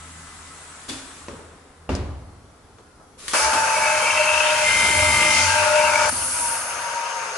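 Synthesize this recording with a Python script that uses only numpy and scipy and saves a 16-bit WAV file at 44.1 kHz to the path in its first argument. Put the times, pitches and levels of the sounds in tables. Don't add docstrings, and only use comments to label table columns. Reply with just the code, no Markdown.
import sys
import numpy as np
from scipy import signal
from scipy.fft import rfft, irfft
from scipy.io import wavfile
from scipy.ndimage import uniform_filter1d

SR = 44100
rng = np.random.default_rng(int(sys.argv[2]) if len(sys.argv) > 2 else 0)


def store_wav(level_fs):
    pcm = np.round(np.clip(np.atleast_2d(level_fs), -1, 1) * 32767)
    wavfile.write(sys.argv[1], SR, pcm.T.astype(np.int16))


def invert_db(x):
    u = np.asarray(x, float) / 20
    return 10 ** u


N = 325139
T = np.arange(N) / SR

ON_S, SETTLE_S, BITE_S, LEAVE_S, VENT_S, OFF_S = 3.336, 3.78, 4.645, 5.415, 6.088, 6.098
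# time_s, share_0_to_1
FEED = [(3.9, 0.25), (4.44, 0.2), (4.9, 0.95), (5.1, 1), (5.5, 0.63), (5.75, 0.3), (6.02, 0.25),
        (6.5, 0.64), (6.62, 0.3)]
# time_s, share_of_full_speed
SPEED = [(3.33, .97), (3.5, 1), (6.1, 1), (6.4, .96), (6.6, .92), (6.85, .88), (7.05, .845), (7.38, .765)]
SHAFT_HZ = 49.71

# pitch_hz, likeness_0_to_1
LIKENESS = [(60, 1), (140, 0.98), (350, 0.82), (840, 0.65), (2020, 0.25), (4870, 0.065), (11700, 0.17)]
# pitch_hz, left_over_right_db
MIC_LEAN = [(60, -0.5), (170, 0), (490, 0.5), (1420, 1), (4080, 3.0), (11700, 0.5)]
# time_s, left_over_right_db
MIC_TURN = [(3.33, 0.0), (4.5, 1.5), (5.2, 1.5), (5.8, 3), (7.38, 3)]
EDGE_HZ = 11030

# pitch_hz, level_db_per_hz
ROOM = [(15, -32), (25, 2), (55, -11), (87, -11.5), (217, -17), (287, -12), (361, -24), (390, -12),
        (600, -16.5), (682, -15), (1350, -18.5), (2370, -29), (10900, -32)]
ROOM_DB = -51.5
# time_s, half_length_s, level_db
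THROBS = [(0.03, 0.33, -46.5), (.55, .35, -54), (1.39, 0.23, -49.5), (1.87, 0.12, -51)]
# pitch_hz, level_db_per_hz
CHATTER = [(71, -46), (120, -16), (156, 1), (195, -11), (236, 2.5), (340, -11), (394, -8), (505, -9),
           (603, -6), (1290, 2.5), (4000, -14.5), (5200, -44), (8800, -120)]
CHATTER_DB, CHATTER_STOP_S, CHATTER_FALL = -48, 1.25, 22
# time_s, half_length_s, level_db
SQUEAKS = [(.03, .06, -3), (.28, .12, -8), (.52, .03, 1), (.75, .1, -9)]
# pitch_hz, level_db_per_hz
LEAK_HISS = [(1760, -7), (3000, -7.5), (4040, -6.5), (5200, -8), (8190, -0.5), (9170, -5.5), (10100, -4),
             (10900, -10)]
LEAK_DB, LEAK_STOP_S, LEAK_FALL = -46, 1.204, 39
# pitch_hz, time_s, half_length_s, level_db
BED_RINGS = [(75, 2.14, 0.035, -31.5), (67.5, 3.46, 0.058, -41.5), (80, 4.26, .2, -49.5),
             (92, 4.8, .12, -51), (88, 5.5, .08, -36), (89.6, 5.35, 0.1, -37), (94.3, 5.57, 0.13, -36.5),
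             (83.6, 6.15, 0.16, -43.5), (253, 5.2, 0.44, -47), (298, 4.9, .2, -48), (325, 5.25, .15, -44),
             (255, 6.3, 0.17, -50.5), (256, 6.68, 0.43, -60.5), (238, .36, .04, -53), (255, .1, .03, -54),
             (85, 5.85, 0.088, -43.5)]

# start_s, peak_db, rise_s, decay_factor, crack_share
BLOWS = [(.878, -18, 0.011, 0.9, .1), (1.283, -24.5, 0.0006, 0.97, 3.8), (1.891, -12, 0.00087, 1, 1),
         (1.951, -24, 0.00048, 0.13, 2.7), (2.784, -35.5, 0.00033, 0.16, 1.9),
         (2.997, -36, 0.0014, 0.37, 0.66), (3.281, -18, 0.00027, 0.13, 2.6),
         (3.333, -10.5, 0.00038, 0.67, 0.46), (3.53, -8, 0.0017, 0.32, 0.33),
         (6.123, -23, 0.0014, 0.43, 0.71), (.892, -20.5, 0.003, .08, .3), (0.889, -21, .0005, .08, 1)]
# pitch_hz, level_db_per_hz
VALVE = [(24, -46), (40, -22), (112, 7), (193, -40), (261, 0), (389, -10), (554, -11.5), (3070, -10.5),
         (3370, -9.5), (10900, -14.5)]
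LATCH = [(24, -51), (40, -21), (75, -1), (115, -7.5), (528, -4.5), (734, -18), (996, -6.5), (1550, -19),
         (7670, -30), (10900, -43)]
THUMP = [(18, -48), (30, -40), (69, -2.5), (125, -11), (157, -19), (263, -17.5), (475, -22.5), (593, -20),
         (1520, -28.5), (3590, -37), (4830, -39), (10900, -52)]
START = [(24, -47), (40, -21), (139, -25), (167, -38), (261, -6), (623, -2.5), (668, -12), (845, 3.5),
         (2010, -8), (10900, -10)]
SWITCH = [(120, -61), (200, -34), (257, -23), (667, -13), (725, -26), (1160, -5.5), (1390, -10.5),
          (10900, -10)]
TICK = [(300, -38), (2000, -6), (5000, 6), (8000, 0), (11500, -9)]
KNOCK = [(80, -8), (260, -12), (600, -15), (1300, -8), (3000, -52)]
# pitch_hz, time_to_fall_60_db_s
TAIL = [(60, 0.99), (150, 1), (500, 1), (2000, 0.69), (5000, 0.68), (11000, 0.71)]
# pitch_hz, level_db, time_to_fall_60_db_s
VALVE_RING = [(267, 7, .6), (300, -2, .5), (1030, -4, .2), (3420, 5, .12), (3465, -1, .9), (3490, -8, .6),
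              (3967, 0, .14), (4630, -3, .35), (5410, -4, .3), (5600, -5, .25), (7354, -7, .3),
              (8300, -5, .3), (8398, -6, .3)]
LATCH_RING = [(80.7, -4, .9), (480, -2, .3), (560, 0, .4), (1900, -3, .08), (2600, -4, .04), (5850, -9, .1),
              (5600, -9, .1), (6100, -10, .08)]
THUMP_RING = [(72.0, 6.5, 1), (89.9, 5.5, 0.84), (120, -6, 0.95), (202, 2, 0.37), (268, 4.5, 0.504),
              (343, -5, 0.23), (370, -4, 0.49), (420, -2, 0.3), (613, -0.5, 0.3), (694, -6, 0.35),
              (1140, 4, 0.044), (2780, -2.5, 0.04)]
SWITCH_RING = [(1860, 3.7, 0.071), (3120, 3.8, 0.031)]
BLOW_KINDS = [
    (VALVE, VALVE_RING), (LATCH, LATCH_RING), (THUMP, THUMP_RING),
    (TICK, [(5020.0, 3.0, .03), (6930.0, -2.0, .02)]), (LATCH, []), (KNOCK, [(1284.0, 1.3, 0.17)]),
    (SWITCH, SWITCH_RING), (START, []), (START, []), (KNOCK, [(250.0, 9.6, 0.11)]),
    (VALVE, [(3460.0, 13.5, 0.11), (4600.0, -4.0, .08)]), (VALVE, [])]
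RING_DB, SLOW_DB_PER_MS = -4.5, -0.65

# pitch_hz, level_db_per_hz
RUMBLE = [(18, -52), (30, -48), (86, 5), (106, -4), (129, -7), (195, -6.5), (225, -8.5), (258, -5.5),
          (450, -10.5), (580, -26), (990, -120)]
# time_s, half_length_s, level_db
ROCKS = [
    (3.55, 0.15, -43.5),
    (6.05, 0.088, -46),
]
BED_DB, BED_MOTOR_DB, BED_FEED_DB = -63.5, 11.5, 15

PILOT_S, PILOT_DB, PILOT_RISE, OPEN_S, OPEN_DB = 3.175, -45.5, 67, 3.28, -31
# pitch_hz, level_db_per_hz
HISS = [(1940, -29), (3200, -7), (3350, -9), (3600, -3), (3990, -9), (4330, 0.5), (6270, 2), (7000, -1.5),
        (9100, -18), (15400, -120)]
FIZZ = [(6000, -20), (7200, -1.5), (8500, -0.5), (9500, 0.5), (11000, 0.5)]
JET = [(5500, -40), (7000, -14), (8400, -7), (9000, -2), (9600, 1), (10200, -1), (11000, -2)]
HISS_DB, HISS_FEED_DB, HISS_OFF_DB, HISS_END_DB = -31, 2.5, -34.5, -38.5
FIZZ_DB, FIZZ_FEED_DB, FIZZ_END_DB = -36.5, 7.5, -47.5
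# time_s, half_length_s, level_db
GUSTS = [
    (3.42, 0.088, -27),
    (5.41, 0.13, -24.5),
    (5.66, 0.09, -36),
    (6.03, 0.086, -30),
]
VENT_DB, VENT_RISE, VENT_TOP_S, VENT_FALL, VENT_END_DB, VENT_POP_DB = -30, 4.8, 6.477, 42, -58, -31

# pitch_hz, level_db_per_hz
RATTLE = [(150, -27.5), (250, -32), (424, -23.5), (567, -9.5), (638, -10), (801, -14.5), (862, -7),
          (927, -5.5), (1020, -12), (1240, -6.5), (1540, -5), (1820, -15.5), (2200, -15), (2860, -17),
          (4840, -120)]
SHELL = [(1000, -41), (1700, -11), (1900, -6.5), (2360, -3.5), (2630, -1.5), (3230, -8), (3340, -15),
         (3550, -13), (4200, -14.5), (5460, -42), (9240, -120)]
RATTLE_DB, RATTLE_DEEP_DB, RATTLE_COAST_DB, RECOVER_DB, RECOVER_S = -22, -4, -29.5, -11, 0.28
SHELL_DB, SHELL_DEEP_DB, SHELL_FEED_DB, SHELL_COAST_DB, SHELL_SAG = -29.5, 9.5, -3, -35, 2.6
RING_OUT_DB, RING_OUT_FALL = -16, 210
# time_s, half_length_s, level_db
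JOLTS = [
    (3.355, 0.025, -25.5),
    (3.45, 0.03, -27.5),
    (5.66, 0.11, -24),
]
TONES_HZ = [609.3, 884.5, 932]
# time_s, half_length_s, level_db
LOW_RING = [(3.48, 0.04, -31), (3.66, 0.043, -37), (3.785, 0.018, -27), (3.86, 0.05, -28.5),
            (3.95, 0.084, -26), (4.08, .05, -31.5), (4.21, 0.042, -21), (4.33, 0.12, -27),
            (4.45, 0.062, -25), (4.53, 0.019, -21.5), (4.63, 0.041, -25), (4.69, 0.016, -35),
            (4.8, 0.018, -31.5), (4.9, 0.042, -36.5), (5.02, 0.082, -27.5), (5.28, 0.11, -30.5),
            (5.42, 0.029, -34), (5.5, .05, -39), (5.61, 0.056, -24.5), (5.68, .04, -26), (5.77, 0.086, -18),
            (5.84, 0.037, -24), (5.9, .018, -26), (5.95, 0.019, -22.5), (5.995, 0.0092, -25),
            (6.028, .016, -22), (6.075, 0.042, -24)]
MOTOR_TONE = [(3.65, 0.45, -24), (4.15, 0.14, -39), (4.66, 0.1, -36), (5.1, 0.34, -32.5),
              (5.52, 0.18, -26.5), (5.95, 0.73, -28.5)]
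UPPER_RING = [(3.8, 0.2, -44), (4.15, 0.13, -29), (4.32, 0.11, -28), (4.518, 0.15, -27.5),
              (4.85, 0.13, -34), (5.1, 0.34, -31.5), (5.6, 0.098, -25.5), (5.84, 0.12, -23.5),
              (6.0, 0.11, -26.5)]
RING_REST_DB = -40.5
# pitch_hz, level_db
SPINDLES = [(543.7, -47.5), (834.4, -42), (1050, -45.5), (1287, -42), (1432, -42.5), (1604, -42),
            (1680, -43.5)]
# pitch_hz, time_s, half_length_s, level_db
LIFTING = [(1195, 5.2, .16, -31), (1287, 6.2, 0.15, -35), (1262, 6.7, 0.16, -32.5),
           (1380, 5.57, 0.076, -36.5), (1426, 5.75, 0.13, -28.5), (1430, 6.02, 0.083, -31),
           (1495, 5.3, 0.085, -39), (1600, 5.52, 0.075, -28.5), (1590, 6.5, 0.089, -32),
           (3620, 4.47, 0.051, -39), (1057, 4.15, 0.2, -33), (543, 4.08, 0.24, -42)]
# time_s, half_length_s, level_db
RETURN_RING = [(5.55, 0.13, -31), (5.98, 0.22, -31)]
RETURN_HZ = 1552
# pitch_hz, half_width_hz
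PANELS_HZ = [(2296, 86), (2586, 45.5), (3135, 40), (2700, 54), (2390, 22), (2150, 55)]
# time_s, half_length_s, level_db
LOW_PANEL = [(3.36, 0.13, -29.5), (3.77, .04, -25.5), (3.845, .03, -22.5), (3.95, 0.093, -26.5),
             (4.09, 0.055, -21), (4.2, 0.11, -26), (4.96, 0.27, -29), (5.8, .03, -24.5), (5.89, .025, -23),
             (5.96, .025, -21), (6.03, .06, -24.5)]
MID_PANEL = [(3.38, .04, -28), (3.75, 0.26, -29.5), (3.88, 0.025, -24), (3.95, 0.041, -26),
             (4.03, 0.039, -25), (4.1, .04, -26.5), (4.2, .04, -22), (4.3, 0.071, -19), (4.41, 0.027, -23),
             (4.5, .06, -25), (4.6, .035, -21), (5.8, 0.15, -30)]
TOP_PANEL = [(4.15, 0.15, -33), (4.5, 0.24, -32.5)]
SIDE_PANEL = [(4.1, .03, -22), (4.26, 0.15, -22), (4.38, 0.049, -25), (4.55, 0.12, -31), (5.5, 0.063, -31),
              (5.62, 0.025, -25), (5.77, 0.043, -29), (5.855, 0.027, -23)]
COVER_PANEL = [(4.1, 0.05, -29), (4.55, 0.15, -31), (4.95, 0.091, -34.5), (5.35, 0.11, -36),
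               (5.95, 0.046, -30)]
GUARD_PANEL = [(3.93, 0.073, -30), (4.08, 0.045, -35), (5.9, .1, -32)]
PANEL_REST_DB = -49

# shaft_order (multiple of shaft speed), level_db
WHINE = [(4, -27), (40, -19), (42, 0), (43, -13), (44, -15), (48, -11), (50, -18), (62, -18), (63, -14),
         (65, -22), (84, -23), (88, -23), (105, -18), (126, -20), (147, -19), (168, -19), (189, -18),
         (210, -19)]
# time_s, half_length_s, level_db
WHINE_SWELLS = [
    (4.58, .04, -38),
    (5.5, 0.054, -35),
]
# time_s, share
WHINE_FLUTTER = [(4.65, .04), (4.85, .1), (4.95, .3), (5.1, .2), (5.2, .36), (5.4, .33)]
# time_s, level_db
WHINE_LOAD = [(4.65, 2), (4.8, 1.5), (4.95, -0.5), (5.1, 0), (5.18, 1.5), (5.4, -0.5)]
WHINE_DB, WHINE_RISE_S, WHINE_FALL = -23, 0.043, 200.0
# shaft_order, level_db
GUARD_ORDERS = [(73, -45.5), (79, -52), (96, -51), (145, -52)]
GUARD_HZ, GUARD_DB = 3660, -40.5

# shaft_order, level_db
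COAST = [(11, -52.5), (13, -50), (14, -48.5), (16, -50.5), (18, -45.5), (20, -54), (22, -53), (23, -52),
         (25, -52), (27, -47.5), (30, -43)]
# pitch_hz, width_hz, level_db
HOUSING_PEAKS = [(950, 39, 19), (519, 64, 3.3), (430, 110, 1.7), (720, 38, 2.2), (1230, 260, 1.3)]
# time_s, half_length_s, level_db
BOUTS = [(6.14, 0.034, -40), (6.22, 0.046, -41), (6.4, 0.043, -39), (6.46, 0.043, -29.5),
         (6.53, 0.058, -33), (6.7, 0.018, -36), (6.82, 0.031, -32), (6.895, .035, -25.5),
         (6.98, .04, -27.5), (7.04, .04, -31), (7.1, .03, -29), (7.15, 0.025, -23.5), (7.22, .03, -31),
         (7.3, .025, -37)]
# time_s, pitch_hz
RING_DRAG = [(6.1, 938), (6.14, 962), (6.26, 924), (6.33, 932), (6.37, 965), (6.58, 916), (6.62, 950),
             (6.72, 936), (6.77, 948), (6.86, 945), (7.04, 935), (7.09, 946.5), (7.26, 918), (7.37, 907)]


def evened(x):
    return x / np.sqrt(np.mean(x ** 2) + 1e-20)


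def read(points, hz):
    f, value = np.transpose(points)
    return np.interp(np.log(hz + 1), np.log(f + 1), value)


def curves(rows):
    return np.interp(T, *np.transpose(rows))


def between(start, end):
    is_open = (T >= start) & (T <= end)
    return uniform_filter1d(is_open * 1., size=300, mode="nearest")


def after(s):
    return np.maximum(T - s, 0)


def swells(rows, rest_db=-80):
    bells = sum(invert_db(2 * db) * np.exp(-2 * ((T - s) / (half + 1e-3)) ** 2) for s, half, db in rows)
    return np.sqrt(invert_db(2 * rest_db) + bells)


def wander(hz):
    smooth = signal.butter(2, hz, fs=SR, output="sos")
    return evened(signal.sosfilt(smooth, rng.standard_normal(N)))


def noise(shape, patchy_db, band=(0, 20000), size=512, t60=None, length=N):
    frames, hz = length * 4 // size + 5, np.fft.rfftfreq(size, 1 / SR)
    a, b, c, d, patches = rng.standard_normal((frames, len(hz), 5)).T
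    patches = uniform_filter1d(patches, size=6, axis=0)
    patches = evened(uniform_filter1d(patches, size=16, axis=1))
    same = read(LIKENESS, hz)[:, None]
    left = a + 1j * b
    right = same * left + np.sqrt(1 - same ** 2) * (c + 1j * d)
    f = np.transpose(shape)[0]
    gain = invert_db(read(shape, hz)) * (hz > .8 * f[0]) * (hz < 1.1 * f[-1])
    z = np.array([left, right]) * gain[:, None] * invert_db(patchy_db * patches)
    overlap = size * 3 // 4
    scale = np.sqrt(np.mean(signal.istft(z, nperseg=size, noverlap=overlap)[1] ** 2))
    inside = (hz >= band[0]) & (hz <= band[1])
    scale *= np.sqrt((gain[inside] ** 2).sum() / (gain ** 2).sum())
    if t60 is not None:
        fall_db = -60 * np.arange(frames) * size / 4 / SR / t60(hz)[:, None]
        z *= invert_db(fall_db) + invert_db(-30.5 + 0.18 * fall_db)
    return signal.istft(z, nperseg=size, noverlap=overlap)[1][:, :length] / scale


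def tone(hz, fuzz, width_hz, lag):
    fuzzy = (wander(width_hz) + 1j * wander(width_hz)) / np.sqrt(2)
    wobble = np.sqrt(1 - fuzz ** 2) + fuzz * fuzzy
    turn = wobble * np.exp(2j * np.pi * (np.cumsum(hz * np.ones(N)) / SR + rng.random()))
    return np.sqrt(2) * np.array([turn.real, (turn * np.exp(-1j * lag)).real])


def room_floor():
    duck_db = np.interp(T, [3.3, 3.6], [0, -9.0])
    return invert_db(ROOM_DB + duck_db) * noise(ROOM, 1.7, size=2048)


def compressor():
    drone = swells(THROBS) * (tone(80.5, .12, 8, .3) + invert_db(-9) * tone(161, .4, 6, .3))
    squeak = invert_db(-10) * tone(2012.0, 0.4, 13.0, 0.62) * between(0, 0.65)
    squeak += swells(SQUEAKS) * tone(1305.0, 0.23, 13.0, 0.47)
    level = invert_db(CHATTER_DB - CHATTER_FALL * after(CHATTER_STOP_S))
    return drone + level * (noise(CHATTER, 1.0, (700, 2300)) + squeak)


def leak():
    return invert_db(LEAK_DB - LEAK_FALL * after(LEAK_STOP_S)) * noise(LEAK_HISS, 1.4, (4000, 11000))


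def bed_rings():
    return sum(swells([bell]) * tone(hz, 0.53, 7.0, -.25) for hz, *bell in BED_RINGS)


def blows():
    out, t = np.zeros((2, N + SR)), T[:SR]
    low_pass = signal.butter(2, 250.0, fs=SR, output="sos")
    for (s, db, rise, decay, crack), (shape, modes) in zip(BLOWS, BLOW_KINDS):
        size = 1024 if decay > .6 else 256
        burst = noise(shape, 0.78, size=size, t60=lambda hz: decay * read(TAIL, hz) + 0.036, length=SR)
        ring = np.zeros(SR)
        for hz, mode_db, t60 in modes:
            ring += invert_db(mode_db - 60 * t / t60) * np.sin(2 * np.pi * hz * t)
        sound = burst + invert_db(RING_DB + SLOW_DB_PER_MS * rise * 1e3) * ring
        bass = signal.sosfilt(low_pass, sound)
        strike = 1 + crack * np.exp(-t / 0.0015)
        steel = (sound - bass) * strike * np.tanh(t / rise) ** 2
        heavy = bass * np.tanh(t / (rise + 0.018))
        at = round(s * SR)
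        out[:, at:at + SR] += invert_db(db - 12.0) * (steel + heavy)
    return out[:, :N]


def bed():
    rumble_db = BED_DB + BED_MOTOR_DB * between(SETTLE_S, 8) + BED_FEED_DB * curves(FEED)
    rumble_db -= 17.6 * after(OFF_S)
    return between(2.1, 8) * swells(ROCKS, rumble_db) * invert_db(-0.5) * noise(RUMBLE, 2.7, (50, 130), size=2048)


def pilot_puff():
    puff_db = np.where(T < OPEN_S, PILOT_DB + PILOT_RISE * after(PILOT_S), OPEN_DB)
    gate = between(PILOT_S, ON_S) * np.minimum(after(PILOT_S) / 0.017, 1)
    return gate * invert_db(puff_db) * noise(SWITCH, 0.65, (1500, 11000))


def valve_hiss():
    feed, powered, vented = curves(FEED), between(ON_S, OFF_S), between(OFF_S, 8)
    emptying_db = np.interp(T, [VENT_TOP_S, VENT_TOP_S + 0.22], [HISS_OFF_DB, HISS_END_DB])
    flow = powered * swells(GUSTS, HISS_DB + HISS_FEED_DB * feed) + vented * invert_db(emptying_db)
    hiss = flow * noise(HISS, 1.35, (4000, 7000))
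    hiss += (powered + vented) * invert_db(-42.5) * tone(6400.0, 0.91, 120.0, 0.69)
    spray = powered * swells([(3.38, 0.086, -30)], FIZZ_DB + FIZZ_FEED_DB * feed)
    spray += vented * swells([(6.4, 0.12, -34.5)], FIZZ_END_DB)
    return hiss + spray * invert_db(2.5) * noise(FIZZ, 0.58, (8000, 11000))


def housing():
    depth = np.interp(T, [SETTLE_S, BITE_S, LEAVE_S + 0.074, OFF_S], [0, 1, 1, 0])
    free, jolts = between(OFF_S, 8), swells(JOLTS)
    powered = between(ON_S, OFF_S) + free * invert_db(RING_OUT_DB - RING_OUT_FALL * after(OFF_S))
    turns = np.cumsum(curves(SPEED)) * SHAFT_HZ / SR
    beat = 1 + 0.028 * np.cos(2 * np.pi * turns) + 0.084 * wander(30.0)
    rattle = powered * np.hypot(invert_db(RATTLE_DB + RATTLE_DEEP_DB * depth), jolts)
    rattle += free * invert_db(RATTLE_COAST_DB + RECOVER_DB * np.exp(-after(OFF_S) / RECOVER_S))
    shell_db = SHELL_DB + SHELL_DEEP_DB * depth + SHELL_FEED_DB * curves(FEED)
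    shell = powered * np.hypot(invert_db(shell_db), jolts * (T < SETTLE_S))
    shell += free * invert_db(SHELL_COAST_DB - SHELL_SAG * after(OFF_S))
    rattle = rattle * invert_db(-3.0) * noise(RATTLE, 1.23, (1000, 1800), size=1024)
    shell = shell * invert_db(-3.5) * noise(SHELL, 1.9, (1800, 3300))
    lean = invert_db(np.array([[.5], [-.5]]) * curves(MIC_TURN))
    struck = beat * (rattle + shell + powered * panels())
    return lean * (struck + powered * (motor_and_rings() + gear_songs()) + whine() + free * coasting())


def panels():
    bells = (LOW_PANEL, MID_PANEL, TOP_PANEL, SIDE_PANEL, COVER_PANEL, GUARD_PANEL)
    out = 0
    for rows, (hz, width) in zip(bells, PANELS_HZ):
        out = out + swells(rows, PANEL_REST_DB) * invert_db(-3.5) * tone(hz, min(width / 60.0, .9), width, 0.4)
    return out


def motor_and_rings():
    low, motor, upper = (swells(rows, RING_REST_DB) for rows in (LOW_RING, MOTOR_TONE, UPPER_RING))
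    sag = np.interp(T, [4.0, 6.1], [1.008, .992])
    run_up = 1 - .1 * np.exp(-after(ON_S) / 0.04026)
    motor = motor * np.minimum(after(ON_S) / 0.12, 1)
    out = low * tone(TONES_HZ[0] * sag, 0.35, 21.7, 0.68)
    out += motor * tone(TONES_HZ[1] * run_up, 0.22, 9.0, 0.78)
    return out + upper * tone(TONES_HZ[2] + 3, 0.18, 13.0, 0.84)


def gear_songs():
    out = swells(RETURN_RING) * tone(RETURN_HZ, 0.83, 27.0, 0.4)
    for hz, db in SPINDLES:
        out += invert_db(db + 1.9 * wander(1.06)) * tone(hz, 0.61, 6.6, rng.uniform(-0.24, 1.0))
    for hz, *bell in LIFTING:
        out += swells([bell]) * tone(hz, 0.35, 8.7, 0.63)
    return out


def whine():
    load = np.clip(.5 + (T - BITE_S) / WHINE_RISE_S, 0, 1) * invert_db(WHINE_DB - WHINE_FALL * after(LEAVE_S))
    turn = 2 * np.pi * (SHAFT_HZ * T + .08 * wander(6.0))
    throb = abs(1 + curves(WHINE_FLUTTER) * (np.cos(turn) + 0.17 * wander(30.0)))
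    load = np.hypot(load * invert_db(curves(WHINE_LOAD)) * throb, swells(WHINE_SWELLS))
    shaft_hz = SHAFT_HZ * (.9993 + .001 * wander(7.0) + .003 * np.exp(-after(BITE_S) / .25))
    out = 0
    for order, db in WHINE:
        level = invert_db(db + order / 140 * wander(4))
        out = out + level * tone(order * shaft_hz, .17, 40, rng.uniform(-1, 1))
    return load * out


def guard():
    out = invert_db(GUARD_DB) * tone(GUARD_HZ, 1.0, 130.0, 0.93)
    for order, db in GUARD_ORDERS:
        out += invert_db(db + 3.1 * wander(4)) * tone(order * SHAFT_HZ, .4, 24.0, .6)
    return between(BITE_S, LEAVE_S) * out


def exhaust():
    vent_db = VENT_DB + VENT_RISE * after(OFF_S) - (VENT_RISE + VENT_FALL) * after(VENT_TOP_S)
    vent = invert_db(vent_db) + swells([(VENT_S + 0.0049, 0.008, VENT_POP_DB)], VENT_END_DB)
    jet = between(VENT_S, 8) * vent * invert_db(2.5) * noise(JET, 1.6, (8500, 11000))
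    return jet + swells([(6.4, 0.2, -44)]) * tone(5700.0, 0.55, 30.0, 0.9)


def coasting():
    shaft_hz, out = SHAFT_HZ * curves(SPEED), 0
    clatter = swells(BOUTS, -42)
    for order, db in COAST:
        hz = order * shaft_hz
        lifts = [invert_db(peak_db) / (1 + (2 * (hz - f) / w) ** 2) for f, w, peak_db in HOUSING_PEAKS]
        lift = lifts[0] * clatter * invert_db(25.0) + sum(lifts[1:])
        level = invert_db(db) * (0.18 + lift) * invert_db(2.0 * wander(2.8))
        out = out + level * tone(hz, 0.57, 11.0, rng.uniform(-0.44, .5))
    out = out + clatter * invert_db(-0.5) * tone(curves(RING_DRAG), 0.45, 20.0, 0.47)
    return np.clip(after(OFF_S) / 0.05, 0, 1) * out


def scene():
    background = room_floor() + compressor()
    air = leak() + pilot_puff() + valve_hiss() + exhaust()
    machine = bed_rings() + blows() + bed() + housing() + guard()
    return background + air + machine


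def top_cut(x):
    return signal.sosfilt(signal.butter(12, 12320, fs=SR, output="sos"), x)


def record(dry):
    wide = np.pad(dry, ((0, 0), (4096, 4096)), mode="reflect")
    hz, side = np.fft.rfftfreq(wide.shape[1], 1 / SR), np.array([[.5], [-.5]])
    response = invert_db(side * read(MIC_LEAN, hz)) * np.exp(-1j * side * 0.23 / (1 + (hz / 280.0) ** 2))
    response *= (hz < EDGE_HZ) * hz ** 4 / (hz ** 4 + 22.0 ** 4)
    mix = irfft(rfft(wide) * response, wide.shape[1])[:, 4096:-4096]
    return top_cut(mix)


dry = scene()
out = record(dry)
store_wav(out)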